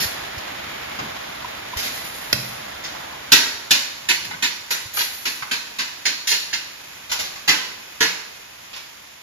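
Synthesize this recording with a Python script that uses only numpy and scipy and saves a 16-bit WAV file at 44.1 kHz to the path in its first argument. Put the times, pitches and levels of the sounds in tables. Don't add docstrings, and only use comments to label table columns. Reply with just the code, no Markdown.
import sys
import numpy as np
from scipy import signal
from scipy.fft import rfft, irfft
from scipy.io import wavfile

SR = 44100
rng = np.random.default_rng(int(sys.argv[2]) if len(sys.argv) > 2 else 0)


def generate_wav(sig):
    pcm = np.round(np.clip(np.atleast_2d(sig).T, -1, 1) * 32767).astype(np.int16)
    wavfile.write(sys.argv[1], SR, pcm)


N = 406602
TIME = np.arange(N) / SR
FREQ = np.arange(N // 2 + 1) * SR / N + 1e-3
MIC_GAP_M, SOUND_M_PER_S = 0.2, 343
MIC_LAG = round(MIC_GAP_M / SOUND_M_PER_S * SR)


# start in seconds, level in dB, seconds the valve is open,
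# extra hollow body in dB, extra high sizzle in dB.
AIR_BLASTS = [(3.318, -6, .015, 1, 2.5), (3.707, -8, 0.0059, -1, -.5), (4.086, -17.5, 0.027, 1, 2.5),
              (4.423, -18, 0.025, -0.5, 0), (4.705, -21, 0.021, 1.5, 7), (4.987, -19.5, 0.025, -3.5, -5),
              (5.253, -22, 0.026, 0, -0.5), (5.511, -21, 0.023, 0.5, -.5), (5.785, -21, 0.024, -1.5, -3.5),
              (6.053, -16, 0.019, -3, -4), (6.271, -19, 0.037, -8.5, 6), (6.312, -22, 0.038, -4, -6),
              (6.528, -22.5, 0.018, -2, -2.5), (7.477, -13, 0.025, 3.5, 0), (8.004, -15.5, .032, 4.5, -0.5)]
# frequency in Hz, level in dB.
JET_TONE = [(40, -29), (130, -18.5), (280, -11), (480, -11.5), (700, -16), (950, -1.5), (1250, -5.5),
            (1550, -1), (2300, 0), (3300, 0), (4400, 1.5), (7000, -3.5), (10500, -10.5), (14500, -14.5)]
# pitch in Hz, boost in dB.
CAVITY_RINGS = [(175, 5), (272, 5), (345, 1), (960, 3), (1535, 4), (1684, 4), (1915, 4), (2052, 4),
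                (2533, 5), (2606, 3), (2881, 3), (2932, 3), (3731, 3), (3855, 3), (4268, 5), (4377, 6),
                (4831, 2), (5647, 4)]

def air_blasts(flutter_db=0.96, rise=0.0014, fade=0.027):
    rings = 1 + sum((undb(db) - 1) * resonance(hz, width=68) ** 2 for hz, db in CAVITY_RINGS)
    jet = rfft(noise(undb(curve(JET_TONE)) * rings) * undb(flutter_db * wobble(300)))
    shares = [curve([(1000, 1), (1600, 0)]),
              curve([(1000, 0), (1600, 1), (2300, 1), (3400, 0)]),
              curve([(5500, 0), (10000, 1)])]
    body, bark, sizzle, rest = (irfft(jet * share, N) for share in shares + [1 - sum(shares)])
    out = np.zeros((2, N))
    for start, db, hold, hollow_db, sizzle_db in AIR_BLASTS:
        bark_db = 1.4 + 0.7 * hollow_db
        air = puff(start, rise, hold, fade) * (undb(hollow_db) * body + undb(bark_db) * bark + rest)
        spit = puff(start, rise, hold, fade, surge=1.2, surge_s=0.006) * undb(sizzle_db) * sizzle
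        out += pan(-0.11 * hollow_db) * undb(db) * (air + spit)
    return out


# start in seconds, level in dB, seconds open,
# fade in seconds, extra sizzle in dB.
AIR_HISSES = [(0, -22.5, .05, 0.013, 4), (1.768, -24.5, 0.075, 0.059, 0.5), (1.93, -42, 0.54, .09, 10.5),
              (2.837, -34.5, 0.024, 0.033, -15), (4.935, -31.5, 0.093, 0.039, 12.5),
              (5.12, -44, 0.23, 0.056, 14.5), (7.094, -29.5, 0.025, 0.037, -7),
              (7.189, -26, 0.017, 0.059, -3.5), (8.730, -34.5, .008, 0.065, -13)]
# frequency in Hz, level in dB.
HISS_TONE = [(100, -7.5), (1000, -4), (2100, 3.5), (3000, 0.5), (4200, 4.5), (7000, -2), (11000, -4),
             (14500, -7)]

def air_hisses(flutter_db=2.3):
    jet = rfft(noise(undb(curve(HISS_TONE))) * undb(flutter_db * wobble(60)))
    high_share = curve([(6000, 0), (10000, 1)])
    hiss, sizzle = irfft(jet * (1 - high_share), N), irfft(jet * high_share, N)
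    return sum(undb(db) * puff(start, 0.0012, hold, fade) * (hiss + undb(sizzle_db) * sizzle)
               for start, db, hold, fade, sizzle_db in AIR_HISSES)


RAM_LANDS_S = 2.333
# pitch in Hz, width in Hz, level in dB.
DIE_RINGS = [(600, 900, -6.5), (1750, 560, 1.5), (2440, 430, -0.5), (4130, 520, -0.5), (5040, 2500, -3.5),
             (12100, 7100, -10)]

def ram_crack(level_db=-5, lead_s=0.0058):
    loudness = burst(RAM_LANDS_S - lead_s, rise=0.00093, hold=0.0038, fade=0.0015)
    return undb(level_db) * loudness * ringing_noise(DIE_RINGS)


# pitch in Hz, level in dB, fade in seconds.
FRAME_NOTES = [(121, -36.5, 0.15), (136, -33.5, 0.079), (166.6, -43, 0.13), (209, -39, 0.16)]

def ram_boom():
    return knocks([(RAM_LANDS_S, db, fade, hz) for hz, db, fade in FRAME_NOTES], rise=0.002, hold=0.0045)


# start in seconds, level in dB, fade in seconds,
# added brightness in dB per octave above 1 kHz.
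STEEL_HITS = [(.378, -31, .0087, 4), (.987, -21.5, 0.015, -4.5), (4.247, -25, .0074, 4.5),
              (4.969, -18, 0.0054, 0.5), (7.115, -15.5, 0.025, 2.5), (7.356, -32.5, .02, .5),
              (8.761, -31, .022, 1)]
# frequency in Hz, level in dB.
STEEL_TONE = [(100, -16), (500, -8), (1100, 8.5), (1800, 2), (2400, 6), (3500, 1), (4600, 4), (7000, -3.5),
              (11000, -12.5), (14500, -13)]

def steel_clacks(rise=0.00096, hold=0.0044):
    steel_db = curve(STEEL_TONE)
    octaves = np.log2(np.maximum(FREQ / 1000, 1))
    return sum(undb(db) * burst(start, rise, hold, fade) * noise(undb(steel_db + bright_db * octaves))
               for start, db, fade, bright_db in STEEL_HITS)


# start in seconds, level in dB, fade in seconds.
PART_LANDINGS = [(4.307, -27, .012), (4.335, -31.5, 0.005), (5.421, -23.5, 0.009)]
# pitch in Hz, width in Hz, level in dB.
PART_RINGS = [(1016, 280, 0.5), (1290, 97, -7), (1540, 200, -2), (2100, 150, -0.5), (3500, 4100, -14)]

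def loose_parts(rise=0.00081, hold=0.008):
    chatter = ringing_noise(PART_RINGS)
    return chatter * sum(undb(db) * burst(start, rise, hold, fade) for start, db, fade in PART_LANDINGS)


# start in seconds, level in dB, pitch in Hz.
HEAVY_STOPS = [(.052, -28, 88.5), (.372, -28.5, 90), (1.008, -30, 129), (1.763, -25.5, 76),
               (2.336, -29, 80.6), (4.855, -35, 104), (5.42, -41, 135), (7.355, -47, 109)]

def frame_thuds(stop_fade=0.0081, kick_lag_s=0.0133, kick_db=-32.5, kick_fade=0.0085, kick_hz=66):
    stops = [(start, db, stop_fade, hz) for start, db, hz in HEAVY_STOPS]
    kicks = [(start + kick_lag_s, db + kick_db, kick_fade, kick_hz) for start, db, *_ in AIR_BLASTS]
    return knocks(stops + kicks, rise=0.0046, hold=0.0053)


# start in seconds, level in dB.
HOLLOW_CLICKS = [(1.445, -25), (1.733, -24.5)]

def hollow_clicks(hz=990, fade=0.0025):
    return knocks([(start, db, fade, hz) for start, db in HOLLOW_CLICKS], rise=0.0025, hold=0.006)


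# pitch in Hz, width in Hz, level in dB, start in seconds, end in seconds.
SLIDE_RUBS = [(2200, 460, -43.5, .5, .97), (200, 260, -39, 0.975, 1.073), (940, 500, -40, 2.93, 3.15),
              (150, 270, -46.5, 4.2, 4.38)]

def slide_rubs():
    return singing(SLIDE_RUBS, rise=0.0057, fade=0.036)


# pitch in Hz, width in Hz, level in dB, start in seconds, end in seconds.
FEEDER_BOWLS = [(2420, 140, -62, 2.8, 3.3), (2535, 230, -51.5, 4.9, 8.6)]
# frequency in Hz, level in dB.
DRONE_TONE = [(25, -25), (60, -5.5), (300, -5.5), (450, -8.5), (940, 0.5), (2200, -3.5), (3200, -6.5),
              (3850, -7), (4300, -10.5), (7000, -22.5), (14000, -24)]
# frequency in Hz, level in dB.
HALL_TONE = [(30, -20), (65, -3.5), (250, -6), (600, -7), (950, 2.5), (1400, -0.5), (2500, 2), (4000, -2),
             (6500, -3), (11000, -8.5), (14500, -9.5)]

def workshop(drone_db=-31, sag_db_per_s=1.54, quiet_db=-47, hall_db=-39):
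    flicker = undb(0.8 * wobble(150) + 0.3 * wobble(12))
    sinking = np.clip((TIME - 3.24) / 1.36, 0, 1)
    loud_db = drone_db - sag_db_per_s * TIME
    drone = near_and_far(undb(curve(DRONE_TONE))) * undb((1 - sinking) * loud_db + sinking * quiet_db)
    hall = near_and_far(undb(curve(HALL_TONE))) * undb(hall_db)
    bowls = singing(FEEDER_BOWLS, rise=0.077, fade=0.22)
    turning_away = undb(-2.5 * np.maximum(TIME - 7.7, 0))
    return flicker * turning_away * (drone + hall + bowls)


# frequency in Hz, seconds to fade by 60 dB.
ECHO_TIMES = [(100, 0.35), (500, 0.89), (2000, 0.6), (5000, 0.66), (9000, 0.62), (14000, 0.49)]

def hall_echo(sound, direct_db=-6, early_db=-1.5, late_db=-5.5, early_s=0.0063, pieces=14):
    size = N // pieces
    age = TIME[:size]
    scatter, tail = all_around(1), rfft(all_around(1))
    centres = np.transpose(ECHO_TIMES)[0]
    bands = [irfft(tail * curve(np.column_stack([centres, one_band])), N)
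             for one_band in np.eye(len(centres))]
    out = np.zeros((2, N + size))
    for start in range(0, pieces * size, size):
        part = slice(start, start + size)
        early = scatter[:, part] * np.exp(-age / early_s)
        late = sum(band[:, part] * undb(-60 * age / ring_s)
                   for band, (_, ring_s) in zip(bands, ECHO_TIMES))
        late *= 1 - np.exp(-age / 0.0081)
        response = sum(undb(db) * echo / np.linalg.norm(echo, axis=1, keepdims=True)
                       for echo, db in ((early, early_db), (late, late_db)))
        response[0, MIC_LAG] += undb(direct_db)
        response[1, 0] += undb(direct_db)
        out[:, start:start + 2 * size - 1] += signal.fftconvolve(sound[:, part], response, axes=1)
    return out[:, :N]


def undb(db):
    return 10 ** (np.asarray(db) / 20)


def curve(points):
    hz, value = np.transpose(points)
    return np.interp(np.log(FREQ), np.log(hz), value)


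def resonance(hz, width):
    return 1 / np.sqrt(1 + ((FREQ ** 2 - hz ** 2) / (FREQ * width)) ** 2)


def noise(tone):
    shaped = irfft(rfft(rng.standard_normal(N)) * tone, N)
    return shaped / shaped.std()


def ringing_noise(rings):
    return noise(sum(undb(db) * resonance(hz, width) ** 2 for hz, width, db in rings))


def all_around(tone):
    alike = 0.97 * np.sinc(2 * FREQ * MIC_GAP_M / SOUND_M_PER_S)
    mid, side = (rfft(rng.standard_normal(N)) * tone * np.sqrt(1 + sign * alike) for sign in (1, -1))
    stereo = irfft(np.array([mid + side, mid - side]), N)
    return stereo / stereo.std()


def near_and_far(tone, direct_db=-4):
    return (all_around(tone) + undb(direct_db) * from_right(noise(tone))) / np.hypot(1, undb(direct_db))


def from_right(sound):
    return np.array([np.pad(sound, (MIC_LAG, 0))[:N], sound])


def pan(db):
    return undb(np.array([[db], [-db]]) / 2)


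def wobble(rate):
    steps = rng.standard_normal(int(N / SR * rate) + 2)
    return np.interp(TIME * rate, np.arange(len(steps)), steps)


def span(start, hold, fade):
    return slice(*np.searchsorted(TIME, [start, start + hold + 10 * fade]))


def burst(start, rise, hold, fade):
    out, part = np.zeros(N), span(start, hold, fade)
    age = TIME[part] - start
    out[part] = (1 - np.exp(-age / rise)) * np.exp(-np.maximum(age - hold, 0) / fade)
    return out


def puff(start, rise, hold, fade, surge=0.45, surge_s=0.021):
    out, part = burst(start, rise, hold, fade), span(start, hold, fade)
    out[part] *= 1 + surge * np.exp(-(TIME[part] - start) / surge_s)
    return out


def knocks(blows, rise, hold):
    out = np.zeros(N)
    for start, db, fade, hz in blows:
        part = span(start, hold, fade)
        note = np.sqrt(2) * np.sin(2 * np.pi * hz * (TIME[part] - start))
        out[part] += undb(db) * burst(start, rise, hold, fade)[part] * note
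    return out


def singing(rows, rise, fade):
    return sum(all_around(resonance(hz, width) ** 2) * undb(db) * burst(start, rise, end - start, fade)
               for hz, width, db, start, end in rows)


def scene():
    crack = ram_crack()
    press = air_blasts() + air_hisses() + steel_clacks() + loose_parts() + undb(-2) * crack
    direct_crack = undb(-11.5) * from_right(crack)
    close = direct_crack + frame_thuds() + hollow_clicks() + ram_boom()
    return hall_echo(press) + close + slide_rubs() + workshop()


# frequency in Hz, boost of the left-right difference in dB.
STEREO_WIDTH = [(250, -4.5), (430, 4), (650, 8.5), (800, 2.5), (1000, -3.5), (1300, -3), (1800, 0.5)]
# frequency in Hz, left minus right in dB.
MIC_BALANCE = [(250, -0.2), (650, -2.5), (1100, -1), (1750, -4), (3400, 1), (4700, -3.5), (11000, -0.4)]

def record(dry, top_hz=14350):
    notch_db = curve([(7300, 0), (7700, -9), (8050, -38), (9100, -38), (9500, -9), (9900, 0)])
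    left, right = rfft(dry)
    mid = (left + right) / 2
    side = (left - right) / 2 * undb(curve(STEREO_WIDTH))
    lean = undb(curve(MIC_BALANCE) / 2)
    spectrum = np.array([(mid + side) * lean, (mid - side) / lean]) * undb(notch_db)
    limited = np.clip(irfft(spectrum, N), -1, 1)
    return signal.sosfilt(signal.ellip(10, 0.2, 60, top_hz, fs=SR, output="sos"), limited)


dry = scene()
out = record(dry)
generate_wav(out)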